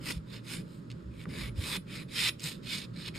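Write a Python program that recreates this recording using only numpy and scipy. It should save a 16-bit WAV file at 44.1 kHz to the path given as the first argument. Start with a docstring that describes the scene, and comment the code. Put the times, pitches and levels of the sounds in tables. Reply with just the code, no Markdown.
"""A farrier rasps a horse's hoof on a stand, close to the microphone, over a low rush and hum.
Five strokes open: rows of steel teeth tear off horn and the rasp sings faintly. Near one second the
rasp rests and a few chips snap. Steady strokes follow, the strongest just after two seconds, and
short light ones finish. Throughout, hoof and stand bump dully and a rumble and rustle come and go."""
import sys
import numpy as np
from scipy import signal
from scipy.fft import rfft, irfft, next_fast_len
from scipy.io import wavfile
from scipy.ndimage import uniform_filter1d, map_coordinates

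SR = 44100
rng = np.random.default_rng(int(sys.argv[2]) if len(sys.argv) > 2 else 0)


def wrap_up_sound(samples):
    """Save the sound to the file named by the first command line argument, as 16-bit audio."""
    columns = np.atleast_2d(samples).T
    # keep every value between -1 and 1, then stretch to whole-number steps
    tamed = np.clip(columns, -1, 1)
    steps = np.round(tamed * 32767).astype(np.int16)
    wavfile.write(sys.argv[1], SR, steps)


N = 140238

# Colour of the low rush of the place. Each row: frequency in Hz, level in dB.
RUSH_COLOUR = [(20, -35), (60, -8.5), (100, -9), (170, 3), (260, -9), (350, -10.5), (430, -20.5),
               (560, -15.5), (750, -30), (1300, -23), (2200, -35.5), (5000, -39.5), (9000, -49),
               (15000, -64)]
# Width of the background. Each row: frequency in Hz, left-right likeness from -1 to 1.
BACKGROUND_ALIKE = [(60, 0.86), (150, 0.94), (280, 0.81), (500, -0.21), (1000, -0.25), (4000, .5)]
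# Where the background sits. Each row: frequency in Hz, left over right in dB.
BACKGROUND_PAN = [(60, 2), (120, -2.5), (250, -3.5), (500, -4), (1000, -1), (4000, -1.5)]
# Course of the deep rumble and of the dull rustle. Each row: time in seconds, level in dB.
RUMBLE_LEVELS = [(0.0, -55), (0.03, -48), (0.11, -46), (0.17, -36), (0.24, -56), (0.57, -61), (1.55, -35.5),
                 (1.59, -32.5), (1.66, -40), (2.43, -68), (3.09, -47.5), (3.18, -38.5)]
RUSTLE_LEVELS = [(0.0, -55), (0.11, -41.5), (0.17, -61.5), (0.36, -48), (0.41, -57.5), (0.59, -43.5),
                 (0.7, -55), (0.72, -55), (1.24, -53), (1.27, -43.5), (1.53, -50), (1.55, -65),
                 (1.58, -47.5), (1.74, -50.5), (1.78, -42.5), (1.8, -61), (1.87, -51.5), (3.18, -51.5)]
# Their colours. Each row: frequency in Hz, level in dB.
RUMBLE_COLOUR = [(15, -32), (30, -13), (50, 0.5), (80, -1.5), (130, 2), (300, -52), (900, -100)]
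RUSTLE_COLOUR = [(120, -8), (220, 2.5), (330, -0.5), (450, -6.5), (600, -11.5), (750, -15.5), (1500, -49)]
# Bumps at the stand. Each row: crest in seconds, level in dB, pitch in Hz, half length in seconds.
BUMPS = [(0.177, -34, 63.7, 0.016), (.17, -36.5, 165.3, 0.035), (.595, -30, 168, 0.013),
         (1.082, -39.5, 66, 0.041), (1.28, -30, 173.5, .012), (1.45, -37.5, 57, 0.023),
         (1.594, -25, 83.4, .014), (1.79, -37.5, 182, 0.017), (2.057, -40, 130, 0.014),
         (2.455, -33, 154, 0.017), (2.99, -39.5, 167.5, 0.029), (3.1, -48.5, 172, 0.027)]
# Snapping chips and catching teeth. Each row: start in seconds, level in dB, centre in Hz.
SNAPS = [(0.121, -32.5, 4140), (.902, -44, 3300), (.908, -47, 3000), (0.915, -42.5, 3300),
         (.924, -52, 3200), (1.004, -64, 2500), (1.204, -52, 2200), (1.213, -44, 2260), (1.255, -40, 1150),
         (1.268, -53, 1100), (2.095, -50, 2280), (2.396, -39, 4070), (2.404, -40, 3980), (2.435, -38, 6000),
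         (2.44, -31, 5040), (2.519, -41.5, 3530), (3.061, -38.5, 3640), (3.069, -50, 3400),
         (3.083, -40, 3200), (3.155, -49, 2970)]
# Colour of tearing horn. Each row: frequency in Hz, level in dB.
HORN_COLOUR = [(150, -14), (450, 2), (800, -4), (1200, 1), (1800, 5.5), (2400, 7.5), (3000, 9), (3600, 6),
               (4400, 6.5), (5200, 7.5), (6500, 1.5), (8200, 3), (9100, 7), (10300, -8), (11400, -10),
               (12400, 1.5), (13600, -5), (15000, -28), (16000, 8)]
# Resonances of hoof and blade. Each row: centre in Hz, width in Hz, gain in dB.
HOOF_MODES = [(2270, 26, 6.5), (2500, 43, 9.5), (3630, 130, 10), (3940, 42, 9), (4210, 48, 3),
              (4600, 25, 1), (4978, 126, 1)]
# Thin tones of the steel. Each row: pitch in Hz, level in dB.
STEEL_TONES = [(9819, -18.5), (11197, -24.5), (13954, -33)]
# Width of the rasping. Each row: frequency in Hz, left-right likeness from -1 to 1.
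RASP_ALIKE = [(500, 0.29), (1000, 0.39), (2200, 0.82), (4000, 0.76), (7500, 0.66), (12000, 0.37)]
# Where the rasping sits. Each row: frequency in Hz, left over right in dB.
RASP_PAN = [(600, 3), (1100, -2), (2200, 5.5), (4000, -3.5), (7500, 3.5), (12000, 1.7)]
# Rasp strokes. Each row: start, hardest push and end in seconds; level, swell, fade, low-mid gain and
# treble gain in dB; contact resonance in Hz; its boost, steel ring and left over right in dB.
STROKES = [ (.008, 0.096, 0.11, -36, 24, -1.5, 4.5, -1, 3800, -8, 3, -2),
           (0.126, 0.124, 0.18, -48.5, -16.5, 7, 6, 2, 4030, 0, -4, -4),
           (0.26, 0.352, .41, -48, 20.5, 16.5, 8, -2.5, 3560, 1.5, -14, -5),
           (0.437, 0.528, 0.62, -40, 19.5, 17, 4.5, 0.5, 3830, -4, 3, -4),
           (0.613, .74, 0.84, -59.5, 24, 16, -17, 3.5, 3940, -1, -16, -1),
           (1.114, 1.24, 1.242, -54.5, 16, 5, 10, 2.5, 2360, 6, -1, -2.5),
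           (1.29, 1.414, 1.493, -43.5, 11.5, 7, 9, -2.5, 2200, 4.5, 5, -2),
           (1.558, 1.7, 1.769, -38.5, 17.5, -2, 8, 1.5, 2750, -1, 5, -3),
           (1.871, 1.953, 2.033, -44.5, 14.5, 5.5, 7.5, -2.5, 2320, 4.5, 2, -2),
           (2.088, 2.214, 2.293, -30, 26, -0.5, -2.5, -5, 2540, 2, 2, -3),
           (2.39, 2.465, 2.59, -38, 21, 26.5, 1, 2, 3870, 2, -11, -3.5),
           (2.63, 2.746, 2.79, -32.5, 19.5, 9, -7, -8, 3680, -2.5, -6, -3.5),
           (2.785, 2.815, 2.853, -43.5, -0.5, 4, -1, -5, 4200, 2, -13, -3),
           (2.938, 3.005, 3.05, -47, 14, 1.5, 6, -4, 4210, 6.5, -11.5, -3.5),
           (3.057, 3.063, 3.087, -45.5, 4, -5, 4, -6, 3380, 4, -1, -5),
           (3.14, 3.16, 3.19, -45, 12.5, -5.5, 8, -5, 2250, 4, 4, -1)]
# Narrow, steady dips in the overall tone. Each row: centre in Hz, half width in Hz, depth in dB.
TONE_DIPS = [(720.5, 67.7, 14.5), (5915, 260, 20)]

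RUSH_DB, RUMBLE_DB, RUSTLE_DB = -47, -8, -2.5
HUM_HZ, HUM_DB = 119, -53.5
ROOM_T60_S, ROOM_DB = .2, -17
SNAP_T60_S, SNAP_HALF_OCTAVES = 0.018, 0.64
STEEL_T60_S, STEEL_WAVER_DB, STEEL_WIDTH_HZ = .09, 2.5, 14
BITE_HZ, ROW_HZ = 5970, 479.5  # single teeth and rows of teeth a second, at speed 1
BITE_SPREAD_DB, ROW_DEPTH, JUDDER_DB, DUST_DB = 4, 0.21, 0.67, -5
HOOF_DB, PATCHY_DB, CONTACT_WIDTH_HZ = -11, 2.22, 300
SWELL_SHAPE, FADE_SHAPE, RELEASE_DB_PER_S = 1.7, 1.5, 1400
SPEED_PER_DB, TREBLE_PER_DB = 0.0377, 0.14  # log speed and dB of treble gained per dB of effort
TOP_HZ = 15500


def amp(db):
    """Decibels to gain."""
    return 10 ** (np.asarray(db) / 20)


def unit(x):
    """Scale to rms 1."""
    return x / np.sqrt(np.mean(x ** 2) + 1e-20)


def along(points, hz):
    """Read (Hz, value) points on a log frequency axis."""
    f, v = np.transpose(points)
    return np.interp(np.log(hz + 1), np.log(f + 1), v)


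def wobble(rate):
    """A smooth random curve, rate knots a second."""
    return map_coordinates(rng.standard_normal(int(N * rate / SR) + 4), [np.arange(N) * rate / SR])


def filtered(x, response):
    """Shape x by a gain that depends on frequency."""
    size = next_fast_len(N + SR // 4)
    return irfft(rfft(x, size) * response(np.fft.rfftfreq(size, 1 / SR)), size)[..., :N]


def pan(db):
    """Left and right gains, the left louder by db."""
    return amp(db * np.array([[.5], [-.5]]))


def stereo(pair, alike):
    """Mix two unrelated signals to a given left-right likeness; the middle has rms 1."""
    turn = lambda f: np.arccos(np.clip(along(alike, f), -1, 1)) / 2
    mid, side = filtered(pair, lambda f: np.array([np.cos(turn(f)), np.sin(turn(f))]))
    return np.array([mid + side, mid - side]) / mid.std()


def ambient_noise(colour):
    """Coloured noise with the stereo width of the background."""
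    pair = filtered(rng.standard_normal((2, N)), lambda f: amp(along(colour, f)))
    return stereo(pair, BACKGROUND_ALIKE)


def background(t):
    """The place: low rush, wavering hum, deep rumble and a dull rustle as of apron and leg."""
    course = lambda levels: amp(np.interp(t, *np.transpose(levels)))
    rush = amp(RUSH_DB + 2 * wobble(8.06)) * ambient_noise(RUSH_COLOUR)
    hum_gain = amp(HUM_DB + 4.2 * wobble(14)) * np.sqrt(2)
    hum = hum_gain * np.sin(2 * np.pi * HUM_HZ * t + 0.85 * wobble(6.7))
    rumble = amp(RUMBLE_DB) * course(RUMBLE_LEVELS) * ambient_noise(RUMBLE_COLOUR)
    rustle = amp(RUSTLE_DB) * course(RUSTLE_LEVELS) * ambient_noise(RUSTLE_COLOUR)
    return filtered(rush + hum + rumble + rustle, lambda f: pan(along(BACKGROUND_PAN, f)))


def room(x):
    """The surroundings answer briefly, reaching the microphone 4 ms after the direct sound."""
    t = np.arange(SR // 3) / SR
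    tail = rng.standard_normal((2, len(t))) * amp(-60 * t / ROOM_T60_S) * (t > .004)
    return signal.fftconvolve(x, tail / np.linalg.norm(tail[0]), axes=1)[:, :N]


def bumps(t):
    """Leg, hoof and stand swing for a few cycles in soft, low thuds."""
    thuds = np.zeros(N)
    for crest, db, hz, half_length in BUMPS:
        envelope = amp(db) * np.exp(-((t - crest) / half_length) ** 2)
        thuds += envelope * np.cos(2 * np.pi * hz * (t - crest) + rng.uniform(0, 2 * np.pi))
    return thuds * pan(-1.6)


def snaps(t):
    """Chips break and teeth catch: short dry cracks of horn, each a dying band of noise."""
    cracks = np.zeros((2, N))
    length = 4096
    for start, db, hz in SNAPS:
        edges = np.clip(hz * 2.0 ** (SNAP_HALF_OCTAVES * np.array([-1, 1])), 100, SR / 3)
        band = signal.butter(2, edges, "bandpass", fs=SR, output="sos")
        burst = rng.standard_normal((2, length)) * amp(db - 60 * t[:length] / SNAP_T60_S)
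        mid, side = signal.sosfilt(band, burst) * np.sqrt(SR / 2 / (edges[1] - edges[0]))
        at = round(start * SR)
        cracks[:, at:at + length] += np.array([mid + 0.1 * side, mid - 0.28 * side])[:, :N - at]
    return cracks * pan(-1.1)


def steel_ring(t, drive):
    """Driven by the strokes, the blade sings in thin, wavering tones that ring on briefly."""
    decay = amp(-60 / (STEEL_T60_S * SR))
    envelope = signal.lfilter([1 - decay], [1, -decay], drive)
    tones = np.zeros(N)
    for hz, db in STEEL_TONES:
        gain = amp(db + STEEL_WAVER_DB * wobble(24.8))
        tones += gain * np.sin(2 * np.pi * hz * t + .5 * wobble(STEEL_WIDTH_HZ))
    return envelope * tones


def hoof_response(f):
    """Hoof and blade answer as a set of damped resonators."""
    return sum(amp(db) * 1j * f * width / (hz * hz - f * f + 1j * f * width)
               for hz, width, db in HOOF_MODES)


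def sliding_colour(x):
    """Narrow bands swell and sink as the rasp slides."""
    spectra = signal.stft(x, nperseg=512)[2]
    patches = uniform_filter1d(rng.standard_normal(spectra.shape[1:]), size=3, axis=0)  # over frequency
    patches = uniform_filter1d(patches, size=11, axis=1)  # over time
    return signal.istft(spectra * amp(PATCHY_DB * unit(patches)), nperseg=512)[1][:, :N]


def teeth(speed):
    """Tiny fractures, bunched by the passing rows of teeth, sound through horn and blade."""
    rows_passed = np.cumsum(ROW_HZ * speed * np.exp(.25 * wobble(90))) / SR
    bunching = np.exp(ROW_DEPTH * np.cos(2 * np.pi * rows_passed)) * amp(JUDDER_DB * wobble(160))
    hits = rng.random(N) < BITE_HZ * speed / SR
    sizes = amp(BITE_SPREAD_DB * np.clip(rng.standard_normal(N), -2, 2))
    bites = unit(hits * sizes * rng.choice([-1, 1], (2, N)))
    dust = amp(DUST_DB) * rng.standard_normal((2, N))
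    torn = filtered(bunching * (bites + dust), lambda f: amp(along(HORN_COLOUR, f)))
    ringing = amp(HOOF_DB) * unit(filtered(torn, hoof_response))
    grit = stereo(sliding_colour(unit(torn) + ringing), RASP_ALIKE)
    return filtered(grit, lambda f: pan(along(RASP_PAN, f)))


def efforts(t):
    """Gain of each stroke: it swells, fades, and drops as the rasp lifts off."""
    gains = []
    for start, hardest, end, db, swell_db, fade_db, *_ in STROKES:
        rise = np.clip((hardest - t) / max(hardest - start, .005), 0, 1) ** SWELL_SHAPE
        fall = np.clip((t - hardest) / max(end - hardest, .005), 0, 1) ** FADE_SHAPE
        lifted_s = np.maximum(start - t, 0) + np.maximum(t - end, 0)
        gains.append(amp(db - swell_db * rise - fade_db * fall - RELEASE_DB_PER_S * lifted_s))
    return np.array(gains)


def rasp(t):
    """The rasp, close up: effort sets loudness, tooth rate and brightness; each stroke has its colour."""
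    low_mid = lambda f: 1 / (1 + (f / 1800) ** 4)
    treble = lambda f: 1 - 1 / (1 + (f / 6200) ** 6)
    gains = efforts(t)
    effort_db = np.maximum(20 * np.log10(gains.sum(0) + 1e-9) + 36, -25)
    grit = teeth(speed=np.exp(SPEED_PER_DB * effort_db))
    grit += filtered(grit, treble) * (amp(TREBLE_PER_DB * effort_db) - 1)
    scrape, drive = np.zeros((2, N)), np.zeros(N)
    for gain, (*_, mid_db, treble_db, contact_hz, boost_db, ring_db, pan_db) in zip(gains, STROKES):
        contact = lambda f: 1 / (1 + ((f - contact_hz) / CONTACT_WIDTH_HZ) ** 2)
        colour = lambda f: amp(mid_db * low_mid(f) + treble_db * treble(f) + boost_db * contact(f))
        scrape += gain * filtered(grit, colour) * pan(pan_db)
        drive += gain * amp(ring_db)
    return scrape + steel_ring(t, drive)


def scene():
    """Rasp and chips close to the microphone with little room sound, over bumps and background."""
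    t = np.arange(N) / SR
    work = rasp(t) + snaps(t)
    return work + amp(ROOM_DB) * room(work) + bumps(t) + background(t)


def record(dry):
    """Two narrow, steady dips in the overall tone, near 720 Hz and 5.9 kHz, and a steep top cut."""
    dips = lambda f: amp(-sum(db * np.exp(-((f - hz) / width) ** 2) for hz, width, db in TONE_DIPS))
    top_cut = lambda f: 1 / (1 + (f / TOP_HZ) ** 200)
    return filtered(dry, lambda f: dips(f) * top_cut(f))


dry = scene()
out = record(dry)
wrap_up_sound(out)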